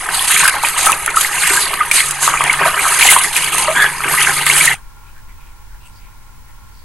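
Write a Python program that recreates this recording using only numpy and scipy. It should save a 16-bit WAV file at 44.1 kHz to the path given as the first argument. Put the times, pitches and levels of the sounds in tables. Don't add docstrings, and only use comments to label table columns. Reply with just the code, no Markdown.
import sys
import numpy as np
from scipy import signal
from scipy.fft import rfft, irfft
from scipy.io import wavfile
from scipy.ndimage import uniform_filter1d

SR = 44100
rng = np.random.default_rng(int(sys.argv[2]) if len(sys.argv) > 2 else 0)


def to_wav(s):
    ch = np.atleast_2d(s).T
    pcm = np.round(np.clip(ch, -1, 1) * 32767)
    wavfile.write(sys.argv[1], SR, pcm.astype(np.int16))


N = 301644
TIME = np.arange(N) / SR
HZ = np.fft.rfftfreq(N, 1 / SR)


def sloshing(attack_s=0.013, release_s=0.026, rest_hz=1850):
    # start in s, length in s, relative wash, gurgle and froth levels in dB, froth pitch in Hz.
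    shoves = [(0.056, 0.17, -50, -24.5, -29.5, 1800), (0.288, 0.12, -46, -26, -15.5, 2000),
              (0.41, 0.08, -40.5, -20, -13.5, 1760), (0.523, 0.043, -49.5, -17.5, -21, 1900),
              (0.624, 0.048, -43, -22, -17.5, 2250), (0.74, 0.067, -59, -21, -20.5, 2150),
              (0.835, 0.076, -38, -12.5, -19, 1900), (1.071, 0.0093, -31, -32, -14.5, 1830),
              (1.15, 0.2, -54, -28, -26.5, 1700), (1.32, 0.063, -61, -28, -19.5, 2050),
              (1.409, 0.09, -47, -27.5, -14.5, 2170), (1.487, 0.1, -38.5, -22.5, -18.5, 1650),
              (1.626, 0.13, -45.5, -26.5, -25, 2150), (1.79, 0.014, -35.5, -23.5, -12.5, 1510),
              (1.964, 0.038, -38.5, -32, -14.5, 2140), (2.212, 0.15, -38.5, -20.5, -20, 1800),
              (2.39, 0.15, -40, -19.5, -16.5, 2110), (2.582, 0.1, -34, -14, -14, 1850),
              (2.724, 0.25, -40.5, -21, -19.5, 1950), (2.981, 0.16, -38, -20, -12, 2105),
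              (3.147, 0.11, -42, -24.5, -19, 2080), (3.345, 0.14, -39, -31, -19.5, 2400),
              (3.511, 0.2, -36, -21, -21, 2300), (3.743, 0.12, -34, -19, -15, 1750),
              (4.024, 0.12, -34, -21.5, -18.5, 1900), (4.166, 0.074, -38, -21.5, -12, 2350),
              (4.254, 0.055, -34.5, -20, -17, 1600), (4.358, 0.065, -37, -23, -18, 2100),
              (4.457, 0.28, -40, -24.5, -15.5, 2120)]
    rest_db = [[-43], [-27], [-26]]
    power = gain_of(rest_db) ** 2 * np.ones(N)
    weighted_hz = power[-1] * rest_hz
    for start_s, length_s, wash_db, gurgle_db, froth_db, hz in shoves:
        push = surge(start_s, length_s, attack_s, release_s)
        added = (gain_of([[wash_db], [gurgle_db], [froth_db]]) * push) ** 2
        power += added
        weighted_hz += added[-1] * hz
    return (*np.sqrt(power), weighted_hz / power[-1])


def churn():
    # frequency in Hz, relative spectral level in dB.
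    bubble_spectrum = [(250, -26), (500, -23.5), (700, -10.5), (880, -1), (1230, 0.5), (1650, -1),
                       (2150, 1.5), (2800, 2.5), (3300, 5.5), (3800, -3.5), (5000, -6)]
    wash_spectrum = [(90, -12), (170, 5.5), (205, -7.5), (245, -0.5), (330, -1.5), (410, 2), (500, -1),
                     (800, -19.5), (1500, -20)]
    wash_gain, gurgle_gain, froth_gain, froth_hz = sloshing()
    large = bubbles(450, 1400, per_s=450, ring_s=0.0075, spread_db=3.8)
    small = bubbles(1400, 3700, per_s=1000, ring_s=0.0042, spread_db=4.2, peak_hz=froth_hz)
    gurgle = gain_of(-3) * gurgle_gain * steadied(coloured(large, bubble_spectrum), samples=1800)
    froth = gain_of(-2.3) * froth_gain * steadied(coloured(small, bubble_spectrum), samples=1800)
    lapping = rng.standard_normal(N) * gain_of(2.5 * wander(0.03))
    return gurgle + froth + wash_gain * coloured(lapping, wash_spectrum)


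def bubble(hz, ring_s, glide, attack):
    age = np.arange(int(4 * ring_s * SR) + 2) / (ring_s * SR)
    envelope = (1 - np.exp(-(age / attack) ** 2)) * np.exp(-0.8 * age ** 1.45)
    turns = np.cumsum(hz * (1 + glide * np.tanh(age - 0.5))) / SR
    return envelope / envelope.max() * np.sin(2 * np.pi * turns)


def bubbles(low_hz, high_hz, per_s, ring_s, spread_db, peak_hz=None, width_oct=0.59, sizes=60):
    swarm = np.zeros(N)
    for hz in np.geomspace(low_hz, high_hz, sizes):
        life, glide, detune = rng.random(3)
        births = np.flatnonzero(rng.random(N // 8) < 8 * per_s / sizes / SR) * 8
        gains = gain_of(spread_db * np.minimum(rng.exponential(1, 2000), 3))[:len(births)]
        if peak_hz is not None:
            gains *= 0.043 + np.exp(-(np.log2(hz / peak_hz[births]) / width_oct) ** 2)
        life_s = ring_s * (0.5 + life) * np.sqrt(low_hz / hz)
        tone = bubble(hz * (0.98 + 0.03 * detune), life_s, glide=0.32 * glide - 0.1, attack=0.39)
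        for birth, gain in zip(births, gains):
            add(swarm, birth / SR, gain * tone)
    return swarm


def plops(highpass_hz=360):
    # start in s, level in dB, pitch in Hz, ring length in cycles.
    pockets = [(0.089, -5, 1530, 2.5), (0.193, -7, 3180, 7.5), (0.362, -3, 2050, 6.6),
               (0.401, -2.5, 2200, 4.8), (0.432, -6.5, 1080, 5.9), (0.454, 0, 1490, 4),
               (0.482, 0, 1640, 4.9), (0.635, -5.5, 923, 2.9), (0.647, -2.5, 2290, 6.5),
               (0.865, -7.5, 1273, 15.6), (0.888, -11, 940, 4.8), (0.928, -2, 2650, 5.5),
               (1.078, -5, 1376, 4), (1.143, -11, 1360, 5.9), (1.169, 0.5, 1260, 7), (1.247, -4, 1980, 4.3),
               (1.435, -8.5, 1560, 3.5), (1.503, -20, 368, 2.9), (1.535, -8, 1080, 2.7),
               (1.573, -5, 1600, 7.9), (1.733, -13, 1160, 5.1), (1.807, -5, 1210, 10.3),
               (1.913, 2.5, 2330, 6), (2.005, 1, 2100, 3.4), (2.277, 4, 1120, 2.3),
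               (2.338, -3.5, 1100, 3.5), (2.373, -7.5, 2320, 7.8), (2.407, 0.5, 1050, 2.5),
               (2.496, 1, 2150, 11), (2.612, -7.5, 1004, 5.8), (2.623, -16.5, 820, 3.5),
               (2.656, -10.5, 622, 8.5), (2.678, -8, 1190, 6.7), (2.777, -6.5, 1420, 3.5),
               (2.792, -6, 2200, 8.5), (2.853, -5, 1160, 2.9), (2.863, -6.5, 1090, 4.8),
               (2.92, -8.5, 1300, 6.5), (3.01, 5, 2250, 2.6), (3.025, 2, 2270, 7.2),
               (3.052, -6.5, 787, 3.2), (3.087, 2.5, 2080, 9.8), (3.124, -3.5, 910, 2.7),
               (3.163, 5.5, 1042, 3.1), (3.244, -6.5, 2000, 8), (3.364, -2, 2300, 3.4),
               (3.678, -9.5, 612, 13.4), (3.681, -7, 1140, 4), (3.703, -15, 630, 3.4),
               (3.819, -5.5, 1680, 16), (3.843, 2, 1520, 1.6), (4.005, -10, 1290, 2.7),
               (4.045, -5, 1490, 1.9), (4.137, -9.5, 1100, 6.9), (4.27, -3.5, 1540, 6.3),
               (4.288, -14.5, 770, 7.7), (4.294, -6.5, 1650, 3.7), (4.468, -2.5, 1970, 4.5),
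               (4.499, 6.5, 2130, 4.2), (4.609, 1, 2220, 9), (4.677, 2, 1980, 8), (4.715, -2.5, 1900, 3.5)]
    rings = np.zeros(N)
    for start_s, db, hz, cycles in pockets:
        glide = rng.normal(0.072, 0.08)
        add(rings, start_s, gain_of(db) * bubble(hz, cycles / hz, glide, attack=0.3))
    return signal.sosfilt(signal.butter(3, highpass_hz, "highpass", fs=SR, output="sos"), rings)


def spilling(release_s=0.053, trickle_db=-28):
    # start in s, length in s, attack in s, drop level in dB, hiss level in dB.
    spills = [(0.107, 0.29, 0.027, -18, -46), (0.263, 0.19, 0.025, -14.5, -46),
              (0.621, 0.058, .015, -18, -32), (0.765, 0.12, 0.012, -17.5, -32),
              (1.144, 0.093, .03, -17, -29), (1.259, 0.32, .16, -17, -26), (1.59, 0.056, 0.023, -18, -42),
              (1.916, 0.069, 0.025, -11.5, -21), (2.02, 0.066, 0.022, -20, -40.5),
              (2.198, 0.055, .035, -14, -15.5), (2.327, 0.25, 0.036, -25.5, -42.5),
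              (2.631, 0.038, 0.036, -18, -44), (2.746, 0.22, 0.093, -16.5, -39),
              (2.99, 0.15, 0.036, -10.5, -24), (3.161, 0.1, 0.038, -21, -39),
              (3.317, 0.14, .02, -18.5, -40), (3.5, 0.12, 0.032, -19, -44.5),
              (3.677, 0.16, 0.093, -23.5, -30.5), (4.081, 0.31, 0.01, -19.5, -32.5),
              (4.446, 0.22, 0.031, -14, -28.5)]
    drop_power, hiss_power = np.zeros((2, N))
    for start_s, length_s, attack_s, drop_db, hiss_db in spills:
        flow = surge(start_s, length_s, attack_s, release_s)
        drop_power += (gain_of(drop_db) * flow) ** 2
        hiss_power += (gain_of(hiss_db) * flow) ** 2
    return np.sqrt(drop_power + gain_of(trickle_db) ** 2), np.sqrt(hiss_power)


def spatter(per_s, spread_db, mist_db):
    sizes = gain_of(spread_db * np.minimum(rng.exponential(1, N), 4)) * rng.choice([-1, 1], N)
    ticks = unit_rms(sizes * (rng.random(N) < per_s / SR))
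    return unit_rms(ticks + gain_of(mist_db) * rng.standard_normal(N))


def slaps(smack_hz=2700, shortest_s=0.002):
    # start in s, relative level in dB, length in s (raised to shortest_s).
    landings = [(0.145, -15, 0.0059), (0.477, -4, 0.0059), (0.494, -10, 0.005), (0.531, -18, 0.003),
                (0.686, -5, 0.0013), (0.779, -18.5, 0.008), (0.83, -14, 0.0045), (0.857, -10.5, 0.02),
                (0.919, -3, 0.002), (1.061, -6, 0.00097), (1.161, -14, 0.009), (1.209, -10, 0.0065),
                (1.471, -10, 0.0078), (1.535, -13, 0.0044), (1.563, -13, 0.011), (1.739, -13, 0.004),
                (1.913, -7.5, 0.0058), (1.954, -11, 0.011), (2.109, -6.5, 0.0039), (2.439, -8.5, 0.0018),
                (2.529, -9, 0.0033), (2.901, -14, 0.005), (2.989, -10.5, 0.013), (3.101, -6, 0.029),
                (3.234, -18, 0.023), (3.327, -18, 0.009), (3.364, -10.5, 0.018), (3.444, -10, 0.0039),
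                (3.582, -7, 0.0025), (3.822, -10, 0.0024), (4.148, -15.5, 0.0066), (4.223, -13.5, 0.013),
                (4.465, -3.5, 0.0026), (4.576, -9.5, 0.018), (4.654, -3.5, 0.0038)]
    bursts = np.zeros(N)
    for start_s, db, length_s in landings:
        samples = max(length_s, shortest_s) * SR
        age = np.arange(int(4 * samples)) / samples
        add(bursts, start_s, gain_of(db) * (1 - np.exp(-age / 0.037)) * np.exp(-age ** 2))
    sheets = gain_of(1.5) * bursts * spatter(per_s=7900, spread_db=4.5, mist_db=-9)
    smack = gain_of(-12.5) * signal.lfilter(*signal.iirpeak(smack_hz, 2, SR), sheets)
    return sheets + smack


def spray():
    # frequency in Hz, relative spectral level in dB.
    splash_spectrum = [(120, -52.5), (400, -36), (900, -11), (2500, -2.5), (4000, -6), (5300, -10),
                       (5780, -15.5), (6200, -2.5), (7100, -5.5), (7500, -4), (8600, 2), (10700, 1.5),
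                       (11700, -2), (12500, -16)]
    jet_spectrum = [(4000, -28), (5900, -14), (6500, -1), (8000, -1.5), (9000, -3), (12000, -19)]
    fizz = unit_rms(bubbles(3800, 12000, per_s=900, ring_s=0.002, spread_db=3.5))
    ticks = spatter(per_s=3000, spread_db=1.5, mist_db=1.5)
    clumping = gain_of(1.8 * wander(0.018))
    drops = steadied((ticks + gain_of(-6.5) * fizz) * clumping)
    drop_gain, hiss_gain = spilling()
    splash = coloured(drop_gain * drops + slaps(), splash_spectrum)
    jets = hiss_gain * coloured(rng.standard_normal(N), jet_spectrum)
    return patchy(splash + jets, depth_db=2.2)


def squeak(hz=1690, roughness=0.04, octave_db=-10):
    phase = 2 * np.pi * np.cumsum(hz * (1 + roughness * wander(0.0012))) / SR
    grip = surge(start_s=3.738, length_s=0.095, attack_s=0.06, release_s=0.033)
    stutter = gain_of(-12 + 5 * wander(0.005))
    return grip * stutter * (np.sin(phase) + gain_of(octave_db) * np.sin(2 * phase))


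def tub(x):
    # frequency in Hz, bandwidth in Hz, gain in dB.
    modes = [(397.7, 27, 2), (669, 9.3, -4.5), (848, 26, -25), (1160, 110, -9.5), (1638, 57, -2.5),
             (2914, 22, 3)]
    return x + sum(gain_of(db) * signal.lfilter(*signal.iirpeak(hz, hz / width_hz, SR), x)
                   for hz, width_hz, db in modes)


def yard_echo(x, spacing=16):
    # frequency in Hz, time to fall 60 dB in s.
    decay = [(200, 0.085), (1000, 0.13), (3000, 0.056), (10000, 0.025)]
    taps = np.zeros(SR // 2)
    slots = np.arange(spacing * spacing // 2, len(taps) - spacing, spacing)
    taps[slots + rng.integers(0, spacing, len(slots))] = rng.choice([-1., 1.], len(slots))
    hz, time_s, bands = signal.stft(taps, SR, nperseg=256)
    tail = signal.istft(bands * gain_of(-60 * time_s / curve_at(decay, hz)[:, None]), SR)[1]
    return signal.fftconvolve(x, tail / np.linalg.norm(tail))[:N]


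def side_reflections(x, max_delay_s=0.006):
    # frequency in Hz, side level against mid in dB.
    width = [(150, -11.5), (350, -21), (700, -23.5), (1400, -18), (2700, -9.5), (5000, -2), (8500, -12),
             (12000, -17)]
    mid = rfft(x)
    delay_s = np.interp(HZ, np.linspace(0, SR / 2, 200), rng.uniform(0, max_delay_s, 200))
    lag = np.exp(-2j * np.pi * np.cumsum(delay_s) * SR / N)
    reflected = irfft(mid * gain_of(curve_at(width, HZ)) * lag, N)
    side = rfft((signal.hilbert(reflected) * np.exp(2j * wander(0.008))).real)
    left_db = curve_at([(200, -0.29), (2000, -0.012), (4500, -0.13), (10000, -1.2)], HZ)
    return irfft(np.array([mid + side, mid - side]) * gain_of([left_db, -left_db]), N)


def water(echo_db=-14, cutoff_hz=12150):
    direct = tub(churn() + plops() + squeak() + spray())
    echoing = direct + gain_of(echo_db) * yard_echo(direct)
    return lowpass(side_reflections(echoing), cutoff_hz)


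def motor(hz=145):
    # time in s, relative level in dB.
    levels = [(0.0, -56), (1.46, -45.5), (1.64, -51.5), (2.67, -35.5), (2.76, -45), (3.55, -46),
              (4.47, -35), (4.74, -37.5)]
    turns = np.cumsum(hz * (1 + 0.01 * wander(0.075))) / SR
    level_db = np.interp(TIME, *np.transpose(levels)) + 2 + 2.2 * wander(0.06)
    return gain_of(level_db) * np.sin(2 * np.pi * turns)


def rustles():
    # middle in s, level in dB, centre frequency in Hz, half-length in s.
    scuffs = [(5.09, -54, 2470, 0.044), (5.178, -50, 1600, 0.028), (5.307, -53, 2020, 0.027),
              (5.45, -53.5, 2410, 0.068), (5.74, -53, 1510, 0.038), (5.85, -53.5, 2690, 0.045),
              (5.876, -54, 8350, 0.028), (5.967, -56, 4700, .04), (6.05, -53, 2300, 0.052),
              (6.49, -57, 1910, .03), (6.79, -56.5, 4580, 0.065)]
    mix = np.zeros((2, N))
    for middle_s, db, hz, half_s in scuffs:
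        band = [(hz / 2, -26), (hz * 0.85, -12), (hz, 0), (hz * 1.22, -12), (hz * 2, -26)]
        swell = np.exp(-((TIME - middle_s) / half_s) ** 2)
        mix += gain_of(db) * swell * stereo_noise(band, side_db=-4)
    return mix * gain_of(3 * wander(0.004))


def kitchen(whirr_db=-51.5, air_db=-53.5, whine_db=-62, whine_hz=15700):
    # frequency in Hz, relative spectral level in dB.
    air_spectrum = [(88, -24), (150, 2), (194, 0), (551, -10), (1030, -8.5), (1210, -15.5), (1400, -12.5),
                    (1570, -4.5), (3150, -14.5), (12000, -16), (15600, -43), (22000, -120)]
    whirr_spectrum = [(600, -53), (820, 7), (900, 7), (1080, 10), (1220, -8), (1400, 12),
                      (1600, -26), (2300, -4), (3500, -43)]
    whirr = stereo_noise(whirr_spectrum, side_db=-48)
    scuffs = rustles()
    whirr *= gain_of(whirr_db + 1.6 * wander(0.07))
    air = gain_of(air_db) * stereo_noise(air_spectrum, side_db=-0.5)
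    whine = gain_of(whine_db) * unit_rms(wander(0.005) * np.sin(2 * np.pi * whine_hz * TIME))
    return air + whirr + scuffs + whine


def rumble(mid_db=-38, side_db=-43.5):
    # frequency in Hz, relative spectral level in dB.
    mid_spectrum = [(12, 3), (25, -4.5), (42, 2), (60, -14), (78, -7.5), (100, -12), (130, -16),
                    (200, -43.5), (400, -44.5)]
    side_spectrum = [(15, -9), (45, -2.5), (70, -10), (100, -9.5), (200, -27.5), (400, -39.5)]
    side = gain_of(side_db) * coloured(rng.standard_normal(N), side_spectrum)
    mid = gain_of(mid_db) * coloured(rng.standard_normal(N), mid_spectrum)
    return np.array([mid + side, mid - side])


def gain_of(db):
    return 10 ** (np.asarray(db) / 20)


def unit_rms(x):
    return x / np.sqrt(np.mean(x ** 2) + 1e-20)


def curve_at(points, hz):
    point_hz, values = np.transpose(points)
    return np.interp(np.log(hz + 1), np.log(point_hz + 1), values)


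def coloured(x, spectrum):
    return irfft(rfft(x) * unit_rms(gain_of(curve_at(spectrum, HZ))), N)


def stereo_noise(spectrum, side_db):
    mid, side = coloured(rng.standard_normal((2, N)), spectrum)
    return mid + gain_of(side_db) * side * np.array([[1], [-1]])


def add(mix, start_s, sound):
    part = mix[round(start_s * SR):][:len(sound)]
    part += sound[:len(part)]


def surge(start_s, length_s, attack_s, release_s):
    age_s = TIME - start_s
    return np.clip(age_s / attack_s, 0, 1) * np.exp(-np.maximum(age_s - length_s, 0) / release_s)


def wander(scale_s):
    return unit_rms(irfft(rfft(rng.standard_normal(N)) * np.exp(-(HZ * scale_s) ** 2), N))


def steadied(x, samples=3000):
    power = uniform_filter1d(uniform_filter1d(x ** 2, samples), samples // 2)
    return x / np.sqrt(abs(power) + 0.035 * np.mean(x ** 2))


def patchy(x, depth_db, bins=14, frames=16):
    bands = signal.stft(x, nperseg=512)[2]
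    patches = uniform_filter1d(rng.standard_normal(bands.shape), bins, axis=0)
    patches = unit_rms(uniform_filter1d(patches, frames, axis=1))
    return signal.istft(bands * gain_of(depth_db * patches))[1][:N]


def lowpass(x, hz):
    taps = signal.firwin(255, hz, window=("kaiser", 7), fs=SR)
    return signal.oaconvolve(x, taps[None], "same")


def scene(cut_s=4.745, crossfade_s=0.0085, tail_s=0.027):
    outdoors = np.clip((cut_s - TIME) / crossfade_s + 0.5, 0, 1)
    tail = gain_of(-10.5) * np.exp(-np.maximum(TIME - cut_s, 0) / tail_s)
    yard = (water() + motor()) * np.maximum(outdoors, tail)
    return yard + kitchen() * (1 - outdoors) + rumble()


def record(dry, cutoff_hz=16000):
    clipped = dry / (1 + abs(dry) ** 8) ** (1 / 8)
    return lowpass(clipped, cutoff_hz)


dry = scene()
out = record(dry)
to_wav(out)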